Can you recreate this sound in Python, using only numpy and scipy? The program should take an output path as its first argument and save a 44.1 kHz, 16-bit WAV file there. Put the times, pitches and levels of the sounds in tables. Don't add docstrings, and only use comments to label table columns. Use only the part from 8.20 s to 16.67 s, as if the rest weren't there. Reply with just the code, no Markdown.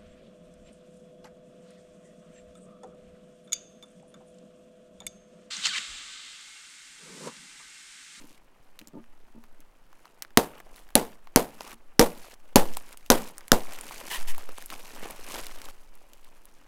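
import sys
import numpy as np
from scipy import signal
from scipy.fft import rfft, irfft
from scipy.io import wavfile
from scipy.ndimage import uniform_filter1d

SR = 44100
rng = np.random.default_rng(int(sys.argv[2]) if len(sys.argv) > 2 else 0)


def dump_mix(stems):
    frames = np.atleast_2d(stems).T
    limited = np.clip(frames, -1, 1)
    pcm = np.round(limited * 32767).astype(np.int16)
    wavfile.write(sys.argv[1], SR, pcm)


def gain_from_decibels(decibels):
    exponent = np.asarray(decibels, float) / 20
    return 10 ** exponent


N = 373527

# start_s, crack_db, bright_hz, thump_db, room_db
CUTS = [(2.1731, 4.5, 3937, 2.5, -20.5), (2.7539, 2, 9640, -5, -19.5), (3.16, 3.5, 6370, 3.5, -19),
        (3.7943, 0.5, 5640, 3, -15.5), (4.358, 3, 9110, 5, -15), (4.9018, -1.5, 6400, 0, -16),
        (5.318, 7.5, 3350, 1.5, -21)]
# start_s, level_db, length_ms
END_SLAPS = [(2.1775, -21.5, 2.2), (3.164, -19.5, 2), (3.7965, -18, .6), (3.798, -7, 1.8),
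             (3.8118, -18, 2.7), (3.816, -19.5, 1.8), (4.3595, -8, 1.2), (4.362, -16.5, 3),
             (4.9062, -16.5, 1.4), (4.919, -9.5, 0.9), (5.3235, -21, 0.63)]
# start_s, signed_scale, time_constant_ms
PRESSURE_BUMPS = [(.4, .004, 2), (2.755, 0.038, 5.5), (3.16, 0.041, 11.5), (3.80, -0.13, 10),
                  (4.362, -0.24, 30), (4.903, 0.15, 12.4), (5.323, 0.23, 9), (5.33, 0.16, 24.5),
                  (5.97, 0.14, 43), (6.059, -0.21, 38.8), (6.78, 0.011, 31)]
# freq_hz, level_db
CRACK_SPECTRUM = [(590, -17.5), (1000, 6), (2470, -5), (3810, -1), (8860, -6.5), (10200, -2.5), (12300, -2),
                  (15400, -20), (16500, -36.5)]
# freq_hz, width_hz, level_db
BALE_MODES = [(210, 74, 6), (243, 64, 3.5), (310, 50, -4.5), (481, 25, 1), (570, 48, -0.5), (796, 89, -2.5),
              (937, 39, -7.5)]
# freq_hz, level_db
ECHO_SPECTRUM = [(35, -32.5), (60, -12.5), (81, -27.5), (199, -9), (393, -2.5), (854, -5), (1240, -13.5),
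                 (2140, -18.5), (11900, -25.5), (15400, -28.5), (16500, -62.5)]
# freq_hz, t60_s
ROOM_DECAY = [(120, 0.46), (320, 0.23), (840, 0.23), (2210, .22), (5820, 0.19), (12000, 0.26)]
# start_s, drive_db, rub_ms
STRAP_RUBS = [(0.013, -49.5, 7.9), (0.041, -45, 10), (0.106, -51.5, 13), (.612, -48, 13.6),
              (0.672, -56, 13), (.735, -35, 67), (1.149, -45.5, 35), (1.239, -54, 5.2),
              (1.394, -55.5, 11.4), (2.53, -59, 24), (3.532, -50, 9.3)]
# freq_hz, level_db, t60_s
STRAP_MODES = [(151, -26.5, .1), (231.8, -1, 0.167), (295, 5, 0.045), (378, -10.5, 0.094),
               (487, -3.5, 0.021), (584, -16.5, 0.098), (654, -26, 0.16), (890, -8.5, 0.086),
               (1210, -14, 0.13)]
# start_s, ring_peak_db, ring_hz, treble_re_ring_db
CREASE_TICKS = [(0.591, -27, 5200, -12), (0.597, -40, 2500, -8), (0.6147, -36, 2400, -12),
                (0.6731, -32, 6400, -17), (0.683, -37, 6500, -14), (0.8411, -45, 1100, -12),
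                (1.2394, -41, 1230, -7), (1.4047, -55, 3030, 14), (1.7294, -42.5, 1030, -8.5),
                (1.855, -37.5, 915, -8), (2.0224, -23.5, 2000, 3.5), (2.049, -31.5, 1470, -17),
                (2.106, -44.5, 1550, -9), (2.382, -47, 2340, 5), (2.4019, -32.5, 1040, -20),
                (2.561, -38, 4000, -2), (2.592, -48, 3500, 1), (2.69, -42.5, 1450, -8),
                (2.7045, -42.5, 1800, -4), (3.0725, -35, 1070, -22), (3.4076, -24, 856, -30),
                (4.537, -31.5, 3280, 1.5), (4.5702, -20.5, 870, 2.5), (4.691, -42, 1030, 6),
                (4.7278, -37, 2490, 6), (4.773, -37, 2580, 4), (4.8624, -35, 2470, 1),
                (5.1814, -35.5, 1640, 11.5), (5.2082, -35, 1850, -13), (5.281, -33.5, 2180, 7.5),
                (5.535, -32, 1720, 4.5), (5.5878, -29, 2330, 1), (5.611, -37, 2450, 16),
                (5.7098, -28, 920, -17), (5.726, -38, 1680, 4), (6.148, -30, 1720, -1),
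                (6.1808, -29, 755, 4), (6.2906, -29.5, 450, -12), (6.383, -28, 950, 1.5),
                (6.4239, -32.5, 1530, 2), (6.46, -49.5, 2800, 24), (6.5024, -23.5, 2680, -12),
                (6.5284, -31.5, 1120, 2), (6.855, -31, 500, -10), (6.908, -33, 2060, 8.5),
                (7.177, -33, 520, -12), (7.2674, -24, 2740, -0.5), (7.4172, -30, 2240, -2),
                (7.4869, -30, 1110, -7), (7.7532, -51, 1520, 12.5), (7.9339, -42, 2770, 7),
                (8.046, -48, 2890, 7), (8.255, -50.5, 2580, 18)]
# start_s, length_s, ring_db, hiss_db
STRAP_DRAGS = [(5.9, 0.091, -34.5, -40.5), (6.072, 0.06, -45, -41.5)]
# freq_hz, width_hz, level_db
WEAVE_MODES = [(990, 150, -2), (1850, 240, 0), (2900, 450, -0.5)]
# freq_hz, level_db
CRINKLE_SPECTRUM = [(900, -29.5), (1600, -7.5), (2300, -1), (3500, -4.5), (6000, -3), (11700, -2),
                    (15400, -8), (16500, -28.5)]
# freq_hz, level_db
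RUB_SPECTRUM = [(60, -47), (120, -2.5), (250, -2), (500, 0.5), (1000, 2), (2000, -3), (3000, -2.5),
                (5000, -34.5)]
# start_s, end_s, crinkle_db, rub_db, change_to_end_db
RUSTLE_SPELLS = [(-.05, 0.191, -58.5, -64, -7), (1.71, 2.122, -73.5, -71, -2), (2.2, 2.418, -65, -54, -0.5),
                 (2.44, 2.735, -69.5, -61.5, -5), (2.798, 2.96, -54, -51, -12),
                 (3.26, 3.549, -62.5, -60, 13), (3.846, 4.153, -56, -54.5, -2.5),
                 (4.174, 4.345, -76, -72, 6.5), (4.44, 4.755, -55, -55, -3.5),
                 (4.773, 4.892, -64.5, -69, -2), (4.963, 5.121, -45.5, -45, -8),
                 (5.1, 5.32, -62.5, -56.5, -5.5), (5.34, 6.04, -52.5, -52.5, 5.5),
                 (6.02, 6.479, -53.5, -52.5, -8), (6.49, 7.519, -54, -53, -0.5),
                 (7.499, 8.495, -68, -66.5, -2)]
# centre_s, time_constant_s, crinkle_db, rub_db
WRAP_PULLS = [(1.85, .04, -69, -61), (2.58, 0.037, -56, -58), (5.8, .03, -48, -50),
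              (6.19, 0.025, -51, -53.5), (6.39, 0.034, -48, -57), (6.522, 0.019, -43, -41),
              (6.76, .03, -55, -61), (6.85, 0.066, -51, -43), (7.1, 0.055, -47, -51),
              (7.15, 0.045, -40.5, -43.5), (7.19, 0.043, -42, -44.5)]
# crinkle_db, rub_db
IDLE_LEVELS_DB = [-76, -67]
# freq_hz, level_db
HUSH_SPECTRUM = [(35, -32.5), (60, 0.5), (85, 5), (342, 1), (393, 0.5), (1210, -5), (5730, -21),
                 (12400, -29), (15400, -37), (16500, -47.5)]
# freq_hz, level_db
DRAUGHT_SPECTRUM = [(2, 1), (8, 4), (20, -14.5), (35, -17.5), (60, -39), (100, -60.5)]
# time_s, level_db
DRAUGHT_CURVE = [(0, -50), (.6, -51), (1.4, -47), (2.001, -53), (2.6, -42.5), (3.3, -48.5), (4.198, -44.5),
                 (5.699, -43), (6.5, -42.5), (6.9, -37), (7.5, -38), (7.7, -44), (8.47, -48)]

CRACK_MS, THUMP_SETTLED_HZ = 1.344, 240
BOOM_RE_ROOM_DB, BOOM_TILT_DB_PER_OCTAVE = -8, 1.86
SLIPS_PER_S, SLIP_JITTER, SLIP_HISS = 90, 0.207, 0.63
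FADE_IN_S, STOP_S = 0.019, 0.012
HUSH_DB = -67.5


def straps():
    out = np.zeros(N)
    t = np.arange(SR) / SR
    for start_s, *cut in CUTS:
        add(out, start_s, snap(*cut))
    for start_s, level_db, length_ms in END_SLAPS:
        add(out, start_s, gain_from_decibels(level_db) * burst(length_ms))
    for start_s, scale, time_constant_ms in PRESSURE_BUMPS:
        u = t * 1000 / time_constant_ms
        add(out, start_s, scale * u ** 2 * (3 - u) * np.exp(-u))
    return out


def snap(crack_db, bright_hz, thump_db, room_db, size=SR // 2):
    t = np.arange(size) / SR
    out = np.zeros(size)
    crack = burst(CRACK_MS)
    bright = resonate(crack, bright_hz, 0.16 * bright_hz)
    add(out, 0, gain_from_decibels(crack_db) * (crack + 1.5 * bright))
    out -= gain_from_decibels(thump_db) * thump(t)
    out += gain_from_decibels(room_db + BOOM_RE_ROOM_DB) * bale_boom(t)
    return out + gain_from_decibels(room_db) * room_tail(t)


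def burst(length_ms, size=1024):
    u = np.arange(size) / SR * 1000 / length_ms
    noise = coloured(rng.standard_normal(size), CRACK_SPECTRUM)
    return noise * np.exp(-u ** 4.0) * np.minimum(u * 3.0, 1)


def thump(t):
    turns = THUMP_SETTLED_HZ * (t + 0.0007 * (1 - np.exp(-t / 0.001)))
    return np.sin(2 * np.pi * turns) * np.exp(-t / 0.0032)


def bale_boom(t):
    size = len(t)
    shake = rng.standard_normal(size) * np.exp(-t / 0.016) * np.minimum(t / 0.001, 1)
    settling = rng.standard_normal(size) * np.exp(-t / 0.05) * np.minimum(t / 0.01, 1)
    shake += gain_from_decibels(-16.0) * settling
    slack = 1 + 0.026 * rng.standard_normal(len(BALE_MODES))
    boom = np.zeros(size)
    for k, (hz, width_hz, level_db) in enumerate(BALE_MODES):
        gain = gain_from_decibels(level_db + BOOM_TILT_DB_PER_OCTAVE * np.log2(hz / 400))
        mode = resonate(shake, hz * slack[k], width_hz) / np.sqrt(width_hz / SR)
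        boom += (-1) ** k * gain * mode
    return above(boom, 130)


def room_tail(t):
    noise = coloured(rng.standard_normal(len(t)), ECHO_SPECTRUM)
    hz, frame_s, bands = signal.stft(noise, SR, nperseg=256, noverlap=192)
    fluctuation_db = 3.2 * rng.standard_normal(len(frame_s))
    decay_db = -60 * frame_s / read(ROOM_DECAY, hz)[:, None]
    tail = signal.istft(bands * gain_from_decibels(fluctuation_db + decay_db), SR, nperseg=256, noverlap=192)[1]
    return tail[:len(t)] * np.minimum(t / 0.0015, 1) ** 2


def knocks():
    drive = np.zeros(N)
    t = np.arange(SR // 4) / SR
    for start_s, drive_db, rub_ms in STRAP_RUBS:
        rub = SLIP_HISS * rng.standard_normal(len(t)) / np.sqrt(SR / SLIPS_PER_S)
        gap, size = rng.standard_normal((2, 20))
        gap_samples = np.clip(1 + SLIP_JITTER * gap, 0.5, 2) * SR / SLIPS_PER_S
        at = np.cumsum(gap_samples).astype(int)
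        rub[(at - at[0]) % len(t)] += gain_from_decibels(2.0 * size)
        rub = rub * (t < rub_ms / 1000) / np.sqrt(1 + rub_ms / 1000 * SLIPS_PER_S)
        add(drive, start_s, gain_from_decibels(drive_db) * rub)
    ring = sum(gain_from_decibels(db - 60 * t / t60_s) * np.sin(2 * np.pi * hz * t) for hz, db, t60_s in STRAP_MODES)
    soft = uniform_filter1d(drive, size=24)
    return above(signal.oaconvolve(soft, ring)[:N], 135)


def ticks():
    out = np.zeros(N)
    t = np.arange(3000) / SR
    for start_s, peak_db, ring_hz, treble_db in CREASE_TICKS:
        kick, puff = rng.standard_normal((2, len(t)))
        kick = kick * np.exp(-t / 0.0006) + gain_from_decibels(-19.5) * puff * np.exp(-t / 0.006)
        ring = above(resonate(kick, ring_hz, 0.5 * ring_hz), 160)
        click = above(resonate(kick, rng.uniform(3700, 10000), 3900), 6900)
        tick = ring / abs(ring).max() + gain_from_decibels(treble_db) * click / abs(click).max()
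        add(out, start_s, gain_from_decibels(peak_db) * tick)
    return out


def drags():
    out = np.zeros(N)
    for start_s, length_s, ring_db, hiss_db in STRAP_DRAGS:
        u = np.arange(round(length_s * SR)) / (length_s * SR)
        noise = rng.standard_normal(len(u))
        unevenness = evened(uniform_filter1d(rng.standard_normal(len(u)), size=60))
        scrape = noise * gain_from_decibels(1.5 * unevenness)
        ring = evened(sum(gain_from_decibels(db) * evened(resonate(scrape, hz, width)) for hz, width, db in WEAVE_MODES))
        drag = gain_from_decibels(ring_db) * ring + gain_from_decibels(hiss_db) * coloured(scrape, CRINKLE_SPECTRUM)
        add(out, start_s, drag * np.sin(np.pi * u ** 0.64) ** 0.89)
    return out


def wrap():
    crinkle_gain, rub_gain = handling()
    smooth = uniform_filter1d(rng.standard_normal(N), size=900)
    clumps = evened(uniform_filter1d(smooth, size=900))
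    fine = crackle(1400, spread_db=9.0, smear_ms=0.85, steady=0.2,
                   centres_hz=[2080, 3470, 5660, 10110, 14000])
    creases = crackle(160, spread_db=4.5, smear_ms=1.7, steady=0.01,
                      centres_hz=[1100, 1700, 2600, 4000, 7000])
    coarse = crackle(500, spread_db=3.5, smear_ms=1.3, steady=0.18,
                     centres_hz=[250, 500, 900, 1600, 2800])
    film = coloured(fine, CRINKLE_SPECTRUM) + gain_from_decibels(-4.0) * evened(creases)
    crinkle = film * crinkle_gain * gain_from_decibels(1.0 * clumps)
    rubbing = coloured(coarse, RUB_SPECTRUM) * rub_gain * gain_from_decibels(0.62 * clumps)
    return crinkle + rubbing


def handling(step=64):
    t = np.arange(0, N + step, step) / SR
    power = gain_from_decibels(np.array(IDLE_LEVELS_DB))[:, None] ** 2 * np.ones(len(t))
    for start_s, end_s, crinkle_db, rub_db, change_db in RUSTLE_SPELLS:
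        fade_in = np.clip((t - start_s) / FADE_IN_S, 0, 1)
        stop = np.clip((end_s - t) / STOP_S, 0, 1)
        shape = fade_in * stop * gain_from_decibels(change_db * (t - start_s) / (end_s - start_s))
        power = power + (gain_from_decibels(np.array([[crinkle_db], [rub_db]])) * shape) ** 2
    for centre_s, time_constant_s, crinkle_db, rub_db in WRAP_PULLS:
        shape = np.exp(-abs(t - centre_s) / time_constant_s)
        power = power + (gain_from_decibels(np.array([[crinkle_db], [rub_db]])) * shape) ** 2
    return [np.interp(np.arange(N) / SR, t, np.sqrt(p)) for p in power]


def crackle(per_s, spread_db, smear_ms, steady, centres_hz):
    size_db = spread_db * np.minimum(rng.exponential(1, N), 3)
    size = gain_from_decibels(size_db) * (rng.random(N) < per_s / SR)
    kind = rng.integers(0, len(centres_hz), N)
    out = np.zeros(N)
    for k, hz in enumerate(centres_hz):
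        decay = np.exp(-1000 / (smear_ms * SR))
        power = signal.lfilter([1], [1, -decay], (size * (kind == k)) ** 2)
        puffs = np.sqrt(power / power.mean() + steady) * rng.standard_normal(N)
        out += evened(resonate(puffs, hz, 0.8 * hz))
    return out


def room():
    time_s, level_db = np.transpose(DRAUGHT_CURVE)
    draught = coloured(rng.standard_normal(N), DRAUGHT_SPECTRUM)
    draught *= gain_from_decibels(np.interp(np.arange(N) / SR, time_s, level_db))
    return gain_from_decibels(HUSH_DB) * coloured(rng.standard_normal(N), HUSH_SPECTRUM) + draught


def evened(x):
    return x / np.sqrt(np.mean(x ** 2) + 1e-20)


def read(points, hz):
    f, value = np.transpose(points)
    return np.interp(np.log(hz + 1), np.log(f + 1), value)


def add(mix, start_s, sound):
    part = mix[round(start_s * SR):][:len(sound)]
    part += sound[:len(part)]


def coloured(x, points):
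    gain = gain_from_decibels(read(points, np.fft.rfftfreq(len(x), 1 / SR)))
    return evened(irfft(rfft(x) * gain, len(x)))


def resonate(x, hz, width_hz):
    r = np.exp(-np.pi * width_hz / SR)
    pole = r * np.exp(2j * np.pi * hz / SR)
    return 2 * signal.lfilter([1 - r], [1, -pole], x + 0j).real


def above(x, hz):
    return signal.sosfilt(signal.butter(4, hz, "high", fs=SR, output="sos"), x)


def held(on, ms):
    return signal.lfilter(np.ones(round(ms * SR / 1000)), [1], on * 1.0) > 0.5


def scene():
    return (straps() + knocks() + ticks() + drags() + wrap() + room())[None]


def band_limit(x):
    return signal.sosfilt(signal.butter(12, 16850, fs=SR, output="sos"), x)


def record(dry):
    clipped = np.clip(dry[0], -0.88, 0.88)
    overloaded = held(abs(dry[0]) > 1.3, 9)
    up = (uniform_filter1d(clipped, size=30) > 0.42) & overloaded
    deaf = held(up, 1.7) & ~up
    gain = 1 - 0.97 * signal.lfilter([0.09], [1, -0.91], deaf * 1.0)
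    bass_dip = signal.butter(1, [58, 110], "bandstop", fs=SR)
    thin = signal.lfilter(*bass_dip, clipped * gain)
    low_pass = signal.firwin(255, 16500, window=("kaiser", 8), fs=SR)
    banded = signal.oaconvolve(thin, low_pass, "same")
    return band_limit(banded[None])


dry = scene()
out = record(dry)
dump_mix(out)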